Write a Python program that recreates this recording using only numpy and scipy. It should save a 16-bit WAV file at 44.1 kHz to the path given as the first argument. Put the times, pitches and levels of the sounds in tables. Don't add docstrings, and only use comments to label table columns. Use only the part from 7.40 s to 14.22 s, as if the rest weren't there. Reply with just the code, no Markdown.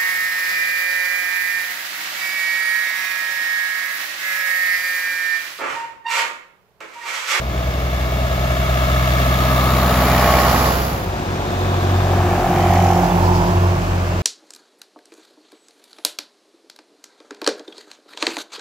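import sys
import numpy as np
from scipy import signal
from scipy.fft import rfft, irfft, next_fast_len
from scipy.io import wavfile
from scipy.ndimage import map_coordinates

SR = 44100
rng = np.random.default_rng(int(sys.argv[2]) if len(sys.argv) > 2 else 0)


def wav_out(sig):
    wavfile.write(sys.argv[1], SR, np.round(np.clip(np.atleast_2d(sig).T, -1, 1) * 32767).astype(np.int16))


N = 300762

# start_s, firings_per_s
FIRST_RATE = [(0, 62), (.8, 62.8), (1.4, 63.3), (2.2, 63.4), (2.9, 62.9), (3.5, 62.1), (4.2, 61.5)]
SECOND_RATE = [(0, 46.5), (3.8, 46.6), (4.45, 46.1), (5.05, 45.8), (5.65, 45.6), (5.95, 45.15),
               (6.25, 44.7), (6.82, 44.3)]
THIRD_RATE = [(0, 46.5), (6.1, 46.5), (6.4, 46), (6.6, 45.2), (6.82, 44.9)]

# multiple_of_firing_rate, level_db
FIRST_OVERTONES = [(3, -2.5), (4, -2), (6, -13)]
FIRST_FAN = [(1.333, -4.5), (2.667, -.5), (5.333, -12)]
FIRST_GEARS = [(17, -8), (17.54, 0)]
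FIRST_DRONE = [(9.5, -4), (10, -1), (11, -3), (12, -1), (13, -3), (14, -6), (18.6, -6), (20, -4)]
SECOND_BOOM = [(2, 0), (3, -17), (4, -19)]
SECOND_OVERTONES = [(3, -1.5), (5, 1), (7, -5), (8, -2), (10, -8), (12, -6)]
SECOND_DRONE = [(8, 0), (15, -2), (16, -2), (18, -4), (20, -4), (21, -4), (24, -9)]
THIRD_BOOM = [(1, -17), (2, 0), (3, -20), (4, -19)]
SECOND_FAN_MULTIPLE = 3.865

# pitch_hz, level_db
FIRST_FRONT = [(35, -28), (70, -29), (170, 0), (250, -4.5), (340, -2), (440, -9.5), (550, -1), (700, -0.5),
               (780, -12), (880, -11.5), (1080, 0), (1310, -3), (1480, -34), (2200, -32)]
FIRST_SIDE = [(50, -8), (160, 1.5), (280, -6), (338, -4), (461, -2), (615, -1), (748, 1.5), (1010, -3),
              (1070, -4.5), (1130, 1), (1160, -3.5), (1500, -11.5), (1950, -50), (3300, -120)]
FIRST_CLATTER = [(820, -58), (1400, 1), (2270, -5.5), (3270, -7.5), (5180, -10.5), (7950, -30), (8390, -18),
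                 (8720, -71), (9000, -30), (11700, -62), (19800, -120)]
SECOND_RUMBLE = [(55, -15), (150, 4), (230, -3), (320, -1), (450, -5), (600, -1.5), (850, -3), (1150, -5.5),
                 (1400, -14), (2000, -34.5)]
SECOND_CLATTER = [(820, -8), (1400, 1), (1810, -5.5), (1990, -5.5), (2630, -4.5), (3200, -10), (4040, -14),
                  (5140, -16.5), (6750, -15), (9000, -13.5), (11700, -69), (19800, -120)]
HISS = [(4000, -28), (7000, 4), (8200, -8.5), (10000, 7.5), (12000, 5.5), (14000, 0), (16000, 4.5)]
DISTANT = [(30, -1), (70, 3), (180, -4.5), (400, -7.5), (680, -7), (1000, -14), (1600, -17), (2700, -21.5),
           (6000, -30.5), (12000, -44)]

# pitch_hz, width_hz, level_db
FIRST_BLOCK = [(1682, 95, 4.5), (2218, 138, 1), (2710, 160, -3.5), (3470, 550, -6), (5940, 5900, -18.5)]
FIRST_BONNET = [(1153, 71, -7), (1277, 62, -5), (1338, 72, -15)]
FIRST_MUFFLER = [(644, 36, 7), (560, 47, -7), (698, 30, -7)]
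FIRST_GRILLE = [(1086, 60, -4.5), (1310, 110, -3.5)]
FIRST_INJECTORS = [(3480, 200, -10), (3780, 270, -2.5), (4380, 81, -4)]
FIRST_COVERS = [(1800, 380, -0.5), (2400, 170, -3), (2850, 150, -7)]
SECOND_BONNET = [(1150, 88, 4), (1735, 160, -2.5), (2480, 270, -12)]
SECOND_COVERS = [(1880, 380, 2.5), (2430, 460, -3.5), (3070, 190, -3)]
SECOND_INJECTORS = [(5300, 890, -2), (6900, 1000, -5)]
SECOND_GRILLE = [(3570, 420, 0)]

FIRST_PARTS = { "boom": (-15.5, -58.5, 46, 6), "octave": (-19, -35, 28.5, 7.5),
               "overtones": (-27, -12.5, 48, 13), "fan": (-26, 22, 28, 3.5), "muffler": (-22, -48, 30, 11),
               "body": (-17, -7, 52.5, 12), "grille": (-24.5, -46.5, 9.5, 8.5),
               "bonnet": (-23, -28, 20.5, 14.5), "injectors": (-33.5, -25, 19, 16),
               "block": (-23, -40, 18, 4.5), "covers": (-24, -5, 24.5, 23), "clatter": (-24.5, -12, 65, 7),
               "hiss": (-23.5, 3, 57, 17), "drone": (-27.2, -3, 17, 20), "whine": (-24, -1, 11, 18),
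               "tyres": (-30.5, 6, 17, 16), }
SECOND_PARTS = { "throb": (-24.5, 15, 30, 6), "boom": (-22, 6, 33, 1), "overtones": (-32, -32, 26, 14),
                "fan": (-20.8, 11, 39, 19), "fan octave": (-26.5, -4, 45, 16), "drone": (-29.5, 24, 18, 20),
                "grille": (-36.5, -36.5, 25, 24), "rumble": (-21, -8.5, 63, 8.5),
                "pipe": (-18.5, -1, 33, 17), "rasp": (-24, 18, 21, 24), "bonnet": (-29.5, -28, 23, 8),
                "rattle": (-32, -5, 12, 18), "clatter": (-31, 2, 43, 2), "hiss": (-38.5, -1, 40, 18),
                "injectors": (-40, 1.5, 13, 24), "tyres": (-38, 21.5, 5.5, 8.5), }

FIRST_LEVEL_S, FIRST_SPEED_M_S = 3.014, 3.48
SECOND_LEVEL_S, SECOND_SPEED_M_S = 5.425, 3.7
LANE_M = 5.3

# time_s, share_of_second
HANDOVER = [(3.25, 0.095), (3.75, 1)]
# time_s, level_db
FADE_IN = [(0, -2), (.22, 0)]

FLANK_DEG, FLANK_TURN_DEG = -19, 19
WHEEL_DEG, WHEEL_TURN_DEG, WHEEL_DB = 10.8, 2.6, -8

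PIPE_HZ, PIPE_SAG = 757, .08
RASP_HZ, RASP_CLIMB = 862, 1.3
PUTT_FALL_HZ_PER_S = 11000
CYLINDER_DB = [.8, .6, -1.6]

# start_s, level_db
KNOCKS = [(5.162, -29), (5.270, -26), (5.337, -21.5), (5.404, -24), (5.467, -26), (5.533, -28)]
KNOCK_DECAY_S = .0022
SQUEAK_S, SQUEAK_HZ, SQUEAK_DB, SQUEAK_LENGTH_S = 5.71, 3450, -32, .005

# time_s, level_db
THIRD_LEVEL = [(3.75, -32), (4.2, -24), (6.3, -20.5), (6.55, -25), (6.82, -30)]
DISTANT_DB, FAR_HUM_HZ = -27, 73.26
# time_s, level_db
FAR_HUM_LEVEL = [(0, -33), (2, -35), (3.5, -46)]

# pitch_hz, likeness
ALIKE = [(60, 0.97), (250, 0.97), (700, 0.92), (1400, 0.52), (2800, 0.46), (4000, 0.3), (6500, 0.09),
         (7700, -0.53), (8500, -1.19), (9600, -1.007), (11000, -0.78), (13000, 0.65), (15500, 0.058)]
LAG_MS, CENTRE_DEG, LAG_TURN_DEG, LAG_TOP_HZ = 0.28, -9.5, 21.2, 2050
# pitch_hz, difference_db
CHANNELS = [(150, .2), (700, 1.6), (1400, 1.5), (2800, -.7), (5200, 3.5), (8000, .3), (13000, 0)]
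# pitch_hz, difference_db
SHADOW = [(150, -.6), (380, -2), (750, -7.5), (1400, -4), (2800, -1.8), (5200, 1.3), (11000, 0)]
SHADOW_DEG, SHADOW_SPREAD_DEG = 19, 31

LOW_CUT_HZ, TOP_HZ, CEILING = 36, 15800, .92


def amp(db):
    return 10 ** (np.asarray(db) / 20)


def unit(x):
    return x / np.sqrt(np.mean(x ** 2) + 1e-20)


def along(points, hz):
    f, v = np.transpose(points)
    return np.interp(np.log(hz + 1), np.log(f + 1), v)


def curves(rows):
    s, *cols = np.transpose(rows)
    return [np.interp(np.arange(N) / SR, s, c) for c in cols]


def wobble(rate):
    points = rng.standard_normal(int(N * rate / SR) + 4)
    return map_coordinates(points, [np.arange(N) * rate / SR])


def filtered(x, response):
    m = next_fast_len(N + SR // 4)
    hz = np.fft.rfftfreq(m, 1 / SR)
    return irfft(rfft(x, m) * response(hz), m)[..., :N]


def colour(points):
    return lambda hz: amp(along(points, hz))


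def resonances(modes, low_hz):
    def response(f):
        ring = 0
        for k, (centre, width, db) in enumerate(modes):
            sign = (-1) ** k
            ring = ring + sign * amp(db) * 1j * f * width / (centre ** 2 - f * f + 1j * f * width)
        return ring * f ** 4 / (f ** 4 + low_hz ** 4)
    return response


def radiate(pair, response):
    m = next_fast_len(N + SR // 4)
    hz = np.fft.rfftfreq(m, 1 / SR)
    turn = np.arccos(np.clip(along(ALIKE, hz), -1, 1)) / 2
    shares = np.array([np.cos(turn), np.sin(turn)])
    mid, side = rfft(pair, m) * response(hz) * shares
    return unit(irfft([mid + side, mid - side], m)[:, :N])


def firings(rows):
    return np.cumsum(curves(rows)[0]) / SR


def tones(fired, orders, waver_db):
    total = 0
    for multiple, db in orders:
        total = total + amp(db + waver_db * wobble(9)) * np.sin(2 * np.pi * multiple * fired)
    return np.sqrt(2) * total


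def knocks(fired, decay, base, locked, count):
    stroke = fired.astype(int)
    each_firing = rng.standard_normal(stroke[-1] + 1)[stroke]
    each_cylinder = unit(rng.standard_normal(count))[stroke % count]
    size_db = 1.5 * (each_firing + each_cylinder)
    burst = base + amp(size_db) * np.exp(-(fired % 1) / decay)
    cycle = int(count * N / fired[-1])
    even = unit(irfft(np.exp(2j * np.pi * rng.random((2, cycle // 2 + 1))), cycle))
    pattern = even[:, (fired / count % 1 * cycle).astype(int)]
    fresh = rng.standard_normal((2, N))
    return burst * (np.sqrt(locked) * pattern + np.sqrt(1 - locked) * fresh)


def rattle(fired, count, decay, base, locked, response):
    return radiate(knocks(fired, decay, base, locked, count), response)


def drive_by(level_s, speed):
    ahead = (np.arange(N) / SR - level_s) * speed / LANE_M
    return np.hypot(1, ahead), np.degrees(np.arctan(ahead))


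def lobe(bearing, aim, width):
    return np.exp(-((bearing - aim) / width) ** 2)


def heard(parts, distance, bearing):
    gain = {}
    for name, (db, aim, width, loss_db) in parts.items():
        outside = 1 - lobe(bearing, aim, width)
        gain[name] = amp(db - loss_db * outside) / distance
    return gain


def place(pair, bearing):
    hz, s, z = signal.stft(pair, SR, nperseg=1024)
    bearing = np.interp(s, np.arange(N) / SR, bearing)
    hz = hz[:, None]
    off = (bearing - CENTRE_DEG) / LAG_TURN_DEG
    lag_s = LAG_MS / 1000 * np.tanh(off * abs(off)) / (1 + (hz / LAG_TOP_HZ) ** 4)
    shadow = lobe(bearing, SHADOW_DEG, SHADOW_SPREAD_DEG)
    pan_db = along(CHANNELS, hz) + along(SHADOW, hz) * shadow
    left = amp(pan_db / 2) * np.exp(-1j * np.pi * hz * lag_s)
    return signal.istft(z * np.array([left, 1 / left]), nperseg=1024)[1][:, :N]


def convoy():
    noise = radiate(rng.standard_normal((2, N)), colour(DISTANT))
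    murk = amp(DISTANT_DB) * place(noise, np.full(N, -70))
    cycles = FAR_HUM_HZ * np.arange(N) / SR + .099 * wobble(4)
    hum = tones(cycles, [(1, .0044)], waver_db=.5)
    return murk + amp(curves(FAR_HUM_LEVEL)[0]) * hum


def third_tractor():
    boom = tones(firings(THIRD_RATE), THIRD_BOOM, waver_db=2.0)
    return amp(curves(THIRD_LEVEL)[0]) * boom


def tyres():
    noise = rng.standard_normal((2, N))
    return amp(2.6 * wobble(30)) * radiate(noise, resonances([(4780, 1200, 0)], low_hz=3500))


def first_tractor():
    fired = firings(FIRST_RATE)
    distance, bearing = drive_by(FIRST_LEVEL_S, FIRST_SPEED_M_S)
    side_on = .5 + .5 * np.tanh((bearing - FLANK_DEG) / FLANK_TURN_DEG)
    from_front, from_side = np.sqrt(1 - side_on), np.sqrt(side_on)
    front = rattle(fired, 4, decay=1.0, base=1.0, locked=.66, response=colour(FIRST_FRONT))
    flank = rattle(fired, 4, decay=.4, base=1.8, locked=.55, response=colour(FIRST_SIDE))
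    block = rattle(fired, 4, decay=1.0, base=1.0, locked=.26,
                   response=resonances(FIRST_BLOCK, low_hz=1330))
    valves = rattle(fired, 4, decay=1.0, base=1.0, locked=.28, response=colour(FIRST_CLATTER))
    sounds = {
        "boom": tones(fired, [(1, 0)], waver_db=.5),
        "octave": tones(fired, [(2, 0)], waver_db=.5),
        "overtones": tones(fired + .008 * wobble(5), FIRST_OVERTONES, waver_db=1.5),
        "fan": tones(fired, FIRST_FAN, waver_db=1.2),
        "drone": tones(fired + .005 * wobble(12), FIRST_DRONE, waver_db=2),
        "whine": tones(fired + .0035 * wobble(22), FIRST_GEARS, waver_db=1.5),
        "muffler": rattle(fired, 4, decay=.55, base=1.6, locked=.9,
                          response=resonances(FIRST_MUFFLER, low_hz=475)),
        "body": amp(-2.5) * from_front * front + from_side * flank,
        "block": from_front * block,
        "clatter": from_side * valves,
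        "bonnet": rattle(fired, 4, decay=.057, base=1.0, locked=.21,
                         response=resonances(FIRST_BONNET, low_hz=880)),
        "grille": rattle(fired, 4, decay=.27, base=.61, locked=.75,
                         response=resonances(FIRST_GRILLE, low_hz=880)),
        "injectors": rattle(fired, 4, decay=.15, base=.12, locked=.4,
                            response=resonances(FIRST_INJECTORS, low_hz=2800)),
        "covers": rattle(fired, 4, decay=.25, base=.45, locked=.5,
                         response=resonances(FIRST_COVERS, low_hz=1400)),
        "hiss": rattle(fired, 4, decay=.3, base=1.6, locked=.35, response=colour(HISS)),
        "tyres": tyres(),
    }
    gain = heard(FIRST_PARTS, distance, bearing)
    return place(sum(gain[part] * sounds[part] for part in sounds), bearing)


def putts(fired, pipe_hz, crest, rise, fall, jitter, scatter_db):
    stroke = fired.astype(int)
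    size_chance, time_chance = rng.standard_normal((stroke[-1] + 1, 2))[stroke].T
    age = (fired % 1) / np.gradient(fired) / SR - crest
    swell = np.exp(-(age / np.where(age < 0, rise, fall)) ** 2)
    shape = swell * np.sin(np.pi * (fired % 1))
    size_db = np.take(CYLINDER_DB, stroke, mode="wrap") + scatter_db * size_chance
    cycles = pipe_hz * (age + jitter * time_chance) - PUTT_FALL_HZ_PER_S * age ** 2 / 2
    return unit(amp(size_db) * shape * np.sin(2 * np.pi * cycles))


def hedge(x, t60):
    t = np.arange(SR // 3) / SR
    tail = rng.standard_normal((2, len(t))) * amp(-60 * t / t60)
    return unit(signal.fftconvolve(x[None], tail, axes=1)[:, :N])


def exhaust_bark(fired, distance, bearing):
    pipe = putts(fired, PIPE_HZ / distance ** PIPE_SAG, crest=.0078, rise=.0028, fall=.0048,
                 jitter=.00005, scatter_db=.7)
    behind_wheel = .5 + .5 * np.tanh((bearing - WHEEL_DEG) / WHEEL_TURN_DEG)
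    echo = amp(-14) * distance ** 2 * hedge(pipe, t60=.2)
    rasp_hz = RASP_HZ * distance ** RASP_CLIMB
    rasp = putts(fired, rasp_hz, crest=.0078, rise=.002, fall=.004, jitter=.00006, scatter_db=1)
    carrier = 2 * np.pi * np.cumsum(rasp_hz) / SR
    gush = unit(wobble(260) * np.sin(carrier) + wobble(260) * np.cos(carrier))
    return amp(WHEEL_DB * behind_wheel) * (pipe + echo), unit(rasp + gush)


def diesel_knocks():
    t = np.arange(N) / SR
    blows = sum(amp(db) * (t >= s) * np.exp(-abs(t - s) / KNOCK_DECAY_S) for s, db in KNOCKS)
    return blows * radiate(rng.standard_normal((2, N)), resonances(SECOND_COVERS, low_hz=1400))


def squeak():
    t = np.arange(N) / SR - SQUEAK_S
    swell = np.exp(-(t / SQUEAK_LENGTH_S) ** 2)
    return amp(SQUEAK_DB) * swell * np.sin(2 * np.pi * SQUEAK_HZ * t)


def second_tractor():
    fired = firings(SECOND_RATE)
    distance, bearing = drive_by(SECOND_LEVEL_S, SECOND_SPEED_M_S)
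    pipe, rasp = exhaust_bark(fired, distance, bearing)
    sounds = {
        "throb": tones(fired, [(1, 0)], waver_db=1),
        "boom": tones(fired, SECOND_BOOM, waver_db=.6),
        "overtones": tones(fired + .004 * wobble(8), SECOND_OVERTONES, waver_db=1.5),
        "fan": tones(fired + .0015 * wobble(8), [(SECOND_FAN_MULTIPLE, 0)], waver_db=1.2),
        "fan octave": tones(fired + .004 * wobble(14), [(2 * SECOND_FAN_MULTIPLE, 0)], waver_db=2),
        "drone": tones(fired + .004 * wobble(14), SECOND_DRONE, waver_db=2),
        "pipe": pipe,
        "rasp": rasp,
        "rumble": rattle(fired, 3, decay=.61, base=1.5, locked=.43, response=colour(SECOND_RUMBLE)),
        "bonnet": rattle(fired, 3, decay=1.0, base=.39, locked=.7,
                         response=resonances(SECOND_BONNET, low_hz=900)),
        "grille": rattle(fired, 3, decay=.3, base=1, locked=.22,
                         response=resonances(SECOND_GRILLE, low_hz=2500)),
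        "rattle": rattle(fired + .29, 3, decay=.1, base=.79, locked=.32,
                         response=resonances(SECOND_COVERS, low_hz=1400)),
        "injectors": rattle(fired + .45, 3, decay=.2, base=.55, locked=.2,
                            response=resonances(SECOND_INJECTORS, low_hz=4000)),
        "clatter": rattle(fired + .3, 3, decay=.059, base=1.0, locked=.22,
                          response=colour(SECOND_CLATTER)),
        "hiss": rattle(fired + .16, 3, decay=.2, base=1.6, locked=.11, response=colour(HISS)),
        "tyres": tyres(),
    }
    gain = heard(SECOND_PARTS, distance, bearing)
    engine = sum(gain[part] * sounds[part] for part in sounds)
    return place(engine + diesel_knocks() + squeak(), bearing)


def scene():
    later = curves(HANDOVER)[0]
    background = convoy()
    followers = third_tractor() + second_tractor()
    road = background + (1 - later) * first_tractor() + later * followers
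    return amp(curves(FADE_IN)[0]) * road


def record(dry):
    rounded = dry / (1 + np.abs(dry / CEILING) ** 8) ** (1 / 8)
    return filtered(rounded, lambda hz: (hz < TOP_HZ) * hz ** 8 / (hz ** 8 + LOW_CUT_HZ ** 8))


dry = scene()
out = record(dry)
wav_out(out)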